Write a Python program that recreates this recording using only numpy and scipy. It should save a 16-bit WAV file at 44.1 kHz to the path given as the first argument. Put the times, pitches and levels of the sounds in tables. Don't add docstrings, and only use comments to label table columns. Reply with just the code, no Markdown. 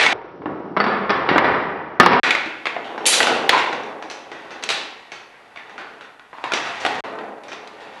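import sys
import numpy as np
from scipy import signal
from scipy.fft import rfft, irfft
from scipy.io import wavfile

SR = 44100
rng = np.random.default_rng(int(sys.argv[2]) if len(sys.argv) > 2 else 0)


def to_wav(sig):
    pcm = np.clip(np.atleast_2d(sig), -1, 1) * 32767
    pcm = np.round(pcm).astype(np.int16)
    wavfile.write(sys.argv[1], SR, pcm.T)


N = 352800
HZ = np.maximum(np.fft.rfftfreq(4096, 1 / SR), 10)


def hit(part, strength_db, bright_db, direct_db, ring_q=3.7):
    struck_parts = {"tile": (-3, 2220, 6.1), "base plate": (6.5, 620, 9.9), "lever": (-4, 400, 15),
                    "bowl": (2.1, 974, 11.6), "junction": (0.9, 1380, 7.8), "switch": (1, 3200, 9),
                    "rail end": (0.81, 4040, 3.2), "rail": (5, 5900, 8), "catapult": (-8.5, 2800, 9.9),
                    "marble": (-12.5, 10200, 9.6), "landing": (4.5, 10300, 6), "stop": (16, 1500, 9.6)}
    # frequency in Hz, level in dB per Hz.
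    hit_spectrum = [(50.0, -45.5), (100.0, -27), (200.0, -22.5), (350.0, -12), (600.0, -10.5),
                    (1000.0, -10), (1600.0, -9), (2500.0, -9.5), (3600.0, -13), (5000.0, -18),
                    (7000.0, -26.0), (9500.0, -34.5), (11500.0, -44)]
    thud_db, ring_hz, ring_db = struck_parts[part]
    thud = thud_db * at_hz([(50, 0.0), (230, 0.88), (1000, 0.014)])
    hardness = bright_db * at_hz([(1500, 0.036), (9000, 1)])
    ring = ring_db * resonance(ring_hz, ring_hz / ring_q)
    spot = loose_parts(spread_db=6.5, part_q=41.0)
    force = from_db(direct_db) * contact() + room_echoes()
    return through_track(force, strength_db + at_hz(hit_spectrum) + thud + hardness + ring + spot)


def contact(chatter_share=0.71, chatter_t60_s=0.025):
    t = np.arange(SR) / SR
    chatter = rng.standard_normal(SR) * np.exp(-np.log(1000) * np.minimum(t / chatter_t60_s, 10))
    chatter[0] = 0
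    force = chatter * np.sqrt(chatter_share / np.sum(chatter ** 2))
    force[0] = np.sqrt(1 - chatter_share)
    return force


def loose_parts(spread_db, part_q, count=13):
    edges_hz = np.geomspace(600, 11000, count + 1)
    centres_hz = rng.uniform(edges_hz[:-1], edges_hz[1:])
    bumps_db = spread_db * np.max([resonance(hz, hz / part_q) for hz in centres_hz], axis=0)
    inside = (HZ > edges_hz[0]) * (HZ < edges_hz[-1])
    return bumps_db - inside * np.average(bumps_db, weights=inside / HZ)


def jolt(part, strength_db, bright_db, direct_db):
    rebound_s, rebound_db, rebound_direct_db = .013, -6.5, 7
    first = hit(part, strength_db, bright_db, direct_db)
    second = hit(part, strength_db + rebound_db, bright_db, direct_db + rebound_direct_db)
    return first + np.pad(second, (round(rebound_s * SR), 0))[:len(first)]


def ringing_part(hz, level_db, t60_s, room_db=-2):
    t = np.arange(SR // 2) / SR
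    tone = from_db(level_db) * np.sin(2 * np.pi * hz * t) * np.exp(-np.log(1000) * t / t60_s)
    tone = tone * (1 - np.exp(-hz * t))
    return tone + from_db(room_db) * signal.fftconvolve(tone, room_echoes())[:len(t)]


def clack(modes_db, splash_db, splash_hz=10000, splash_width_hz=7000):
    # frequency in Hz, relative level in dB, t60 in seconds.
    steel_modes = [(7052, -4, .4), (7445, 0, .37), (7989, -4, .37), (9038, -2, .35), (9722, -2, .38),
                   (10440, -2, .34)]
    t = np.arange(SR) / SR
    shimmer = np.zeros(SR)
    for hz, db, t60_s in steel_modes:
        decay = np.exp(-np.log(1000) * t / t60_s)
        shimmer += from_db(modes_db + db) * np.sin(2 * np.pi * hz * t) * decay
    splash_colour_db = splash_db + 50 * (resonance(splash_hz, splash_width_hz) - 1)
    return shimmer + through_track(room_echoes(), splash_colour_db)[:SR]


def tile_rumble(clock_s):
    # frequency in Hz, level in dB per Hz.
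    tile_spectrum = [(50.0, -42), (120.0, -20), (250.0, -5.5), (420.0, 1), (750.0, -1), (1200.0, -5.5),
                     (2000.0, -16.5), (3200.0, -32.5), (5500.0, -37.5), (11500.0, -51.5)]
    # scene time in seconds, level in dB.
    tile_level = [(0, -42), (.14, -57), (.43, -21.5), (1.05, -23), (1.6, -30), (1.95, -42.5), (2.25, -26),
                  (2.53, -45), (2.76, -24), (3.02, -17.5), (3.33, -5.5), (3.6, -17.5), (3.76, -15.5),
                  (4.3, -30), (4.8, -27), (5.05, -41), (5.6, -41.5), (5.8, -28.5), (6.7, -57),
                  (6.87, -20.5), (7.2, -18.5), (7.5, -29), (8, -30)]
    roll = rolling(at_hz(tile_spectrum), len(clock_s), bumps_per_s=600, uneven_db=3.0, direct_db=-1.0)
    return gain_at(tile_level, clock_s) * roll


def rail_whirr(clock_s):
    # frequency in Hz, level in dB per Hz.
    rail_spectrum = [(50.0, -27), (120.0, -13), (250.0, -10.5), (420.0, -15.5), (750.0, 1), (1200.0, -3),
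                     (2000.0, -5.5), (3200.0, -12), (5500.0, -20), (11500.0, -41)]
    # frequency in Hz, width in Hz, level in dB.
    rail_modes = [(835, 52, 2.5), (1860, 50, 5), (2840, 90, 4.5)]
    # scene time in seconds, level in dB.
    rail_level = [(0, -26), (.13, -19.5), (.43, -35.5), (.75, -36.5), (1.35, -14), (1.95, -33.5),
                  (2.6, -33.5), (3.9, -51), (4.45, -34), (4.95, -34), (5.25, -39.5), (6.05, -36.5),
                  (6.2, -48.5), (6.45, -33), (6.6, -21.5), (6.92, -18), (7.3, -46.5), (8, -29.5)]
    singing_db = sum(db * resonance(hz, width_hz) for hz, width_hz, db in rail_modes)
    colour_db = at_hz(rail_spectrum) + singing_db
    roll = rolling(colour_db, len(clock_s), bumps_per_s=250, uneven_db=3.5, direct_db=-9.0)
    return gain_at(rail_level, clock_s) * roll


def rolling(colour_db, size, bumps_per_s, uneven_db, direct_db):
    length = size + SR
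    sizes = from_db(uneven_db * np.minimum(rng.exponential(1, length), 4))
    sizes = sizes * rng.choice([-1, 1], length)
    bumps = sizes * (rng.random(length) < bumps_per_s / SR)
    in_room = signal.fftconvolve(bumps, room_echoes())[:length]
    force = (from_db(direct_db) * bumps + in_room)[SR:]
    return through_track(force / np.std(force), colour_db)[:size]


def through_track(force, colour_db):
    # frequency in Hz, width in Hz, level in dB.
    track_modes = [(403, 38, -0.5), (820, 150, 3.5), (1021, 16, 1.5), (1285, 15, -4), (1483, 31, 2.5),
                   (1775, 17, 3), (1920, 86, 4), (2208, 21, 2.5), (2428, 69, 2.5), (2490, 15, 0),
                   (2650, 37, 5), (3520, 60, 5.5), (3870, 70, 3), (4480, 60, 3.5), (5150, 420, -3),
                   (6000, 800, 0)]
    modes_db = sum(db * resonance(hz, width_hz) for hz, width_hz, db in track_modes)
    cepstrum = irfft(np.log(from_db(colour_db + modes_db)))
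    cepstrum[1:len(HZ) - 1] *= 2
    cepstrum[len(HZ):] = 0
    return signal.fftconvolve(force, irfft(np.exp(rfft(cepstrum))))


def room_echoes():
    # band centre in Hz, t60 in seconds.
    room_decay = [(100, 0.87), (400, 0.79), (2500, 0.75), (4500, 0.62), (9000, 0.4)]
    room_db, build_s = -33.5, 0.0024
    t = np.arange(SR) / SR
    white = rfft(rng.standard_normal(SR))
    hz = np.maximum(np.fft.rfftfreq(SR, 1 / SR), 10)
    centres_hz, t60s_s = np.transpose(room_decay)
    tail = np.zeros(SR)
    for own, t60_s in zip(np.eye(len(centres_hz)), t60s_s):
        share = np.interp(np.log(hz), np.log(centres_hz), own)
        tail += irfft(white * share) * np.exp(-np.log(1000) * t / t60_s)
    return from_db(room_db) * tail * (1 - np.exp(-t / build_s))


def hiss(size):
    # frequency in Hz, level in dB per Hz.
    hiss_spectrum = [(40, -49), (300, -46), (2000, -63.5), (11000, -67.5)]
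    hz = np.fft.rfftfreq(size, 1 / SR) + 1
    return irfft(rfft(rng.standard_normal(size)) * from_db(at_hz(hiss_spectrum, hz)), size)


def from_db(db):
    return 10 ** (np.asarray(db) / 20)


def at_hz(points, hz=HZ):
    freqs_hz, values = np.transpose(points)
    return np.interp(np.log(hz), np.log(freqs_hz), values)


def resonance(hz, width_hz):
    return 1 / (1 + (2 * hz / width_hz * np.log(HZ / hz)) ** 2)


def gain_at(curve, clock_s):
    return from_db(np.interp(clock_s, *np.transpose(curve)))


def shot(start_s, end_s, slower):
    # scene time in seconds, struck part, strength in dB, brightness in dB,
    # direct sound against the room in dB.
    knocks = [(.028, "stop", 26, 6.5, -7), (.064, "tile", 22.5, -1, 5), (.118, "base plate", 33, -6, -18),
              (.419, "tile", 5.5, -9, -2.5), (.458, "base plate", 23, -15.5, -2.5),
              (.766, "tile", 24, 1, -6), (.771, "lever", 24.5, -5.5, 4.5), (.802, "catapult", 23, 0.5, 3),
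              (.815, "catapult", 19, -3, -1), (.841, "marble", 17.5, 0, 4), (.865, "lever", 31.5, -2, -10),
              (1.095, "tile", 27, 6, -5.5), (1.104, "marble", 25.5, -0.5, 2.5),
              (1.29, "rail end", 30.5, 6, -5), (1.313, "base plate", 28.5, -11, -4.5),
              (1.36, "rail end", 33.5, -10.5, -2), (1.381, "rail end", 18.5, 3.5, 10),
              (1.444, "rail end", 32, 0, -9), (1.548, "landing", 16, 2.5, -5),
              (1.999, "landing", 33.5, 6, 3.5), (2.033, "landing", 25.5, 1, 1),
              (2.062, "tile", 25.5, 7.5, 4.5), (2.108, "tile", 34.5, -0.5, -13),
              (2.132, "landing", 21.5, 1.5, 4.5), (2.233, "tile", 35.5, -8, -14),
              (2.265, "stop", 26.5, -6, -12), (2.3075, "tile", 24, 0.5, 3.5),
              (2.351, "tile", 27, -11, -0.5), (2.46, "stop", 15, -7, -4.5),
              (2.765, "base plate", 19, -35, 2.5), (2.845, "switch", 12.5, -6.5, -11),
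              (2.979, "rail", 21.5, -24, -6), (3.056, "switch", 22, 12.5, -8),
              (3.0637, "marble", 23, 30, -10.5), (3.125, "junction", 24, 27, -24),
              (3.204, "switch", 31.5, -18.5, 2), (3.23, "catapult", 19, 12.5, -1),
              (3.27, "junction", 28, 1, -5.5), (3.35, "catapult", 14.5, 7, -7),
              (3.493, "rail end", 33, -4, 4), (3.525, "bowl", 36.5, -13.5, -27),
              (3.578, "tile", 26, 0, -10), (3.729, "rail", 22, -14, -0.5), (3.835, "rail", 11.5, -13, -4),
              (4.025, "rail", 13.5, -10, -3), (4.317, "rail", 17, -14.5, -4.5),
              (4.507, "rail", 17, -10.5, -11), (4.626, "rail end", 17.5, 1, -10),
              (4.6377, "rail", 7.5, 10.5, 5), (5.119, "rail", 16, -4.5, -5), (5.3425, "tile", 4, -22, -3),
              (5.696, "rail", 9, -14, -6), (5.78, "junction", 18, -11.5, -10),
              (6.01, "junction", 10.5, -7.5, -7), (6.196, "junction", 4, -13, -1),
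              (6.33, "bowl", 12, -32.5, -4.5), (6.384, "bowl", 7, -37, 0), (6.44, "bowl", 24, -12, -5),
              (6.52, "junction", 22.5, -2.5, 0), (6.536, "rail", 29, -3, -4), (6.575, "rail", 7, -8, 5),
              (6.65, "junction", 20.5, -3, -16), (6.8, "rail", 15.5, 2.5, -17), (6.955, "rail", 12, -19, 5),
              (7.04, "rail end", 22.5, -25, -23), (7.188, "lever", 15.5, -21.5, -1.5),
              (7.436, "landing", 5, -0.5, -4.5), (7.483, "rail", 13.5, -6.5, -8),
              (7.675, "rail end", 1, 3, 1), (7.805, "rail end", 6, -1, -13)]
    rebounding_knocks = [(0, "tile", 35.5, -2.5, -11.5), (2.656, "tile", 26, -12.5, -2),
                         (4.1, "rail", 12.5, 4, -6.5), (4.69, "rail end", 27, 7.5, -8),
                         (5.56, "tile", 14.5, -14, -7), (6.8508, "landing", 25, -6.5, -0.5),
                         (7.518, "rail", 15, -7.5, -5.5)]
    # scene time in seconds, then at full speed
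    # frequency in Hz, level in dB, t60 in seconds.
    pitched_parts = [(.003, 3360, -20, 0.13), (.064, 2200, -6, 0.059), (.771, 434, -20, 0.033),
                     (.8025, 9080, -19.5, 0.021), (1.999, 484, -4, 0.035), (2.0, 2040, -30, 0.082),
                     (2.3075, 2230, -12, 0.046), (2.46, 325, -23.5, 0.092), (2.765, 700, -17, 0.055),
                     (3.27, 1430, -8, 0.013), (3.525, 1023, -13.5, 0.24), (6.8506, 764, -1.5, 0.02)]
    # scene time in seconds, shimmer in dB, treble splash in dB.
    hard_clacks = [(3.0637, -22, 21)]
    top_hz, early_s = 11750, .003
    size = int((end_s - start_s) * SR / slower) + 2
    clock_s = start_s + np.arange(size) * slower / SR
    out = tile_rumble(clock_s) + rail_whirr(clock_s) + hiss(size)
    sources = (knocks, hit), (rebounding_knocks, jolt), (pitched_parts, ringing_part), (hard_clacks, clack)
    for events, source in sources:
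        for at_s, *blow in events:
            if start_s <= at_s + early_s < end_s:
                at = max(0, round((at_s - start_s) * SR / slower))
                sound = source(*blow)[:size - at]
                out[at:at + len(sound)] += sound
    out = signal.sosfilt(signal.ellip(10, .3, 90, top_hz, fs=SR, output="sos"), out)
    return signal.resample_poly(out, slower, 1)


def scene():
    # start in seconds, end in seconds, times slower.
    stretches = [(0, .132, 1), (.132, 2.2, 2), (2.233, 7.007, 1), (7.039, 8.0, 1)]
    out = np.zeros((1, N))
    for start_s, end_s, slower in stretches:
        first, last = round(start_s * SR), round(end_s * SR)
        fade = np.minimum(np.arange(last - first)[::-1] / (.001 * SR), 1)
        out[0, first:last] = fade * shot(start_s, end_s, slower)[:last - first]
    return out


def record(dry):
    bass_hz, cutoff_hz = 35, 16000
    thinned = signal.sosfilt(signal.butter(1, bass_hz, "high", fs=SR, output="sos"), dry)
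    clipped = np.clip(thinned, -1, 1)
    return signal.sosfilt(signal.ellip(8, .1, 80, cutoff_hz, fs=SR, output="sos"), clipped)


dry = scene()
out = record(dry)
to_wav(out)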